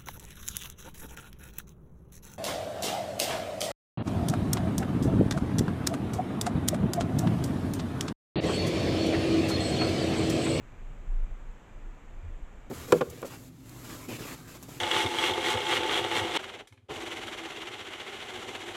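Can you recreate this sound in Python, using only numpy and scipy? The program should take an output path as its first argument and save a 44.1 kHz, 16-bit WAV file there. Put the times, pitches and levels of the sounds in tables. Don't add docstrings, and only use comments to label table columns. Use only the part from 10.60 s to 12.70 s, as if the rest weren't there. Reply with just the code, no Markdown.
import sys
import numpy as np
from scipy import signal
from scipy.fft import rfft, irfft
from scipy.io import wavfile

SR = 44100
rng = np.random.default_rng(int(sys.argv[2]) if len(sys.argv) > 2 else 0)


def generate_wav(signal):
    frames = np.transpose(np.atleast_2d(signal))
    scaled = np.clip(frames, -1, 1) * 32767
    pcm = np.round(scaled).astype(np.int16)
    wavfile.write(sys.argv[1], SR, pcm)


N = 92610
TIME = np.arange(N) / SR

# t/s, hold/s, top level/dB
SWAYS = [(.176, .11, -39.5), (.368, .005, -39), (.458, .145, -25.3), (.68, .03, -36.5), (0.785, .005, -44),
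         (.852, .012, -41.5), (1.122, .145, -40), (1.435, .04, -48), (1.512, .04, -39.5), (1.655, .07, -38)]
# t/s, thud level/dB, scuff level/dB
STEPS = [(0, -41, -53), (.1, -50, -59), (.212, -51, -63), (0.285, -44, -53.5), (.42, -56, -58),
         (0.654, -39, -58), (0.711, -32, -60.5), (1.161, -52, -60), (1.823, -29, -70), (1.97, -43, -62)]
# f/Hz, relative level/dB
SCUFF_COLOUR = [(30, -22), (110, 8), (350, -10), (700, -28.5), (2000, -49.5), (9000, -88)]
# t/s, level/dB
RUSTLES = [(.28, -56), (1.252, -57.5), (1.69, -62)]
# f/Hz, relative level/dB
RUSTLE_COLOUR = [(150, -19), (290, 4.5), (400, -3), (600, -18), (3000, -48)]
# f/Hz, relative level/dB
RUMBLE_COLOUR = [(12, 0), (25, 2), (48, 2.5), (65, -7.5), (90, -4), (125, -10), (170, -15), (260, -31),
                 (500, -62), (4000, -95.5)]
# f/Hz, relative level/dB
HISS_COLOUR = [(150, 1), (220, 0.5), (350, -4), (600, -6), (1000, -8.5), (1600, -11.5), (2400, -15),
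               (3000, -20), (3600, -25), (4600, -34), (5200, -35.5), (6200, -28.5), (7200, -24.5),
               (7850, -28), (8400, -37.5), (8900, -42.5), (15000, -42.5)]
# multiple of its base pitch, level/dB at the top of a pulse
WHINE_TONES = [(2, -77), (3, -86), (4, -91.5), (5, -91)]
# f/Hz, relative level/dB
FUZZ_COLOUR = [(1700, -40), (2150, -8), (2390, 0), (2520, -40)]


def mount_throb(pitch_hz=27.9, wander_hz=1.0, rest_db=-54, rise_s=.038, growth_db_per_s=18):
    size = from_db(rest_db)
    for start, hold, db in SWAYS:
        growth_db = growth_db_per_s * np.clip(TIME - start - rise_s - hold, -1, 0)
        size = size + from_db(db + growth_db) * burst(TIME - start, rise_s, hold, fade_s=.14)
    tone = wavering_tone(pitch_hz + wander_hz * drift(4.77))
    roughness = 1 + .12 * drift(15)
    return size * tone * roughness, 20 * np.log10(size)


def footfalls(thud_s=.02):
    thuds = scuff_size = 0
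    for start, thud_db, scuff_db in STEPS:
        progress = np.clip((TIME - start) / thud_s, 0, 1)
        thuds += from_db(thud_db) * np.sin(np.pi * progress) ** 2
        scuff_size += from_db(scuff_db) * swell(start, rise_s=.026)
    low_cut = signal.butter(1, 6.7, "high", fs=SR, output="sos")
    return scuff_size * noise(SCUFF_COLOUR) - signal.sosfilt(low_cut, thuds)


def hum(start_s=1.631, pitch_hz=83.2, level_db=-39.5):
    age = TIME - start_s
    size = from_db(level_db) * burst(age, rise_s=.0043, hold_s=.033, fade_s=.23)
    return size * np.sqrt(2) * np.sin(2 * np.pi * pitch_hz * age)


def leaf_rustles():
    size = sum(from_db(db) * swell(start, rise_s=.018) for start, db in RUSTLES)
    return size * noise(RUSTLE_COLOUR)


def rumble(throb_db, average_db=-50.5, follow_share=.13):
    lift_db = follow_share * (throb_db - throb_db.mean())
    return from_db(average_db + lift_db) * noise(RUMBLE_COLOUR)


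def hiss(level_db=-56.5):
    low_cut = signal.butter(2, 173.3, "high", fs=SR, output="sos")
    return from_db(level_db) * rms_one(signal.sosfilt(low_cut, noise(HISS_COLOUR)))


def electronic_whine(base_hz=1203, wander_hz=17, first_pulse_s=.15, pulse_every_s=.49, fuzz_db=-76):
    pulse = (.5 + .5 * np.cos(2 * np.pi * (TIME - first_pulse_s) / pulse_every_s)) ** 2
    whine = from_db(fuzz_db) * noise(FUZZ_COLOUR)
    for multiple, db in WHINE_TONES:
        whine += from_db(db) * wavering_tone(multiple * base_hz + wander_hz * drift(40))
    return whine * pulse


def from_db(db):
    return 10 ** (np.asarray(db) / 20)


def rms_one(x):
    return x / np.sqrt(np.mean(x ** 2) + 1e-20)


def noise(colour):
    hz, db = np.transpose(colour)
    all_hz = np.maximum(np.fft.rfftfreq(N, 1 / SR), 1)
    gain = from_db(np.interp(np.log(all_hz), np.log(hz), db)) * (all_hz > 10)
    return rms_one(irfft(rfft(rng.standard_normal(N)) * gain, N))


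def drift(rate_hz):
    r = np.exp(-2 * np.pi * rate_hz / SR)
    smoothed = signal.lfilter([1], [1, -2 * r, r * r], rng.standard_normal(N + SR))
    return rms_one(smoothed[SR:])


def wavering_tone(hz):
    return np.sqrt(2) * np.sin(2 * np.pi * np.cumsum(hz) / SR)


def swell(start_s, rise_s):
    age = np.maximum(TIME - start_s, 0) / rise_s
    return age * np.exp(1 - age)


def burst(age, rise_s, hold_s, fade_s):
    fade_db = -60 * np.maximum(age - rise_s - hold_s, 0) / fade_s
    return np.clip(age / rise_s, 0, 1) * from_db(fade_db)


def scene():
    throb, throb_db = mount_throb()
    background = hiss() + electronic_whine() + rumble(throb_db)
    return (throb + footfalls() + hum() + leaf_rustles() + background)[None]


def record(dry, cutoff_hz=15300):
    high_cut = signal.ellip(10, .1, 80, cutoff_hz, fs=SR, output="sos")
    padded = np.pad(dry, ((0, 0), (SR // 10, 0)), mode="edge")
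    return signal.sosfilt(high_cut, padded)[:, -N:]


dry = scene()
out = record(dry)
generate_wav(out)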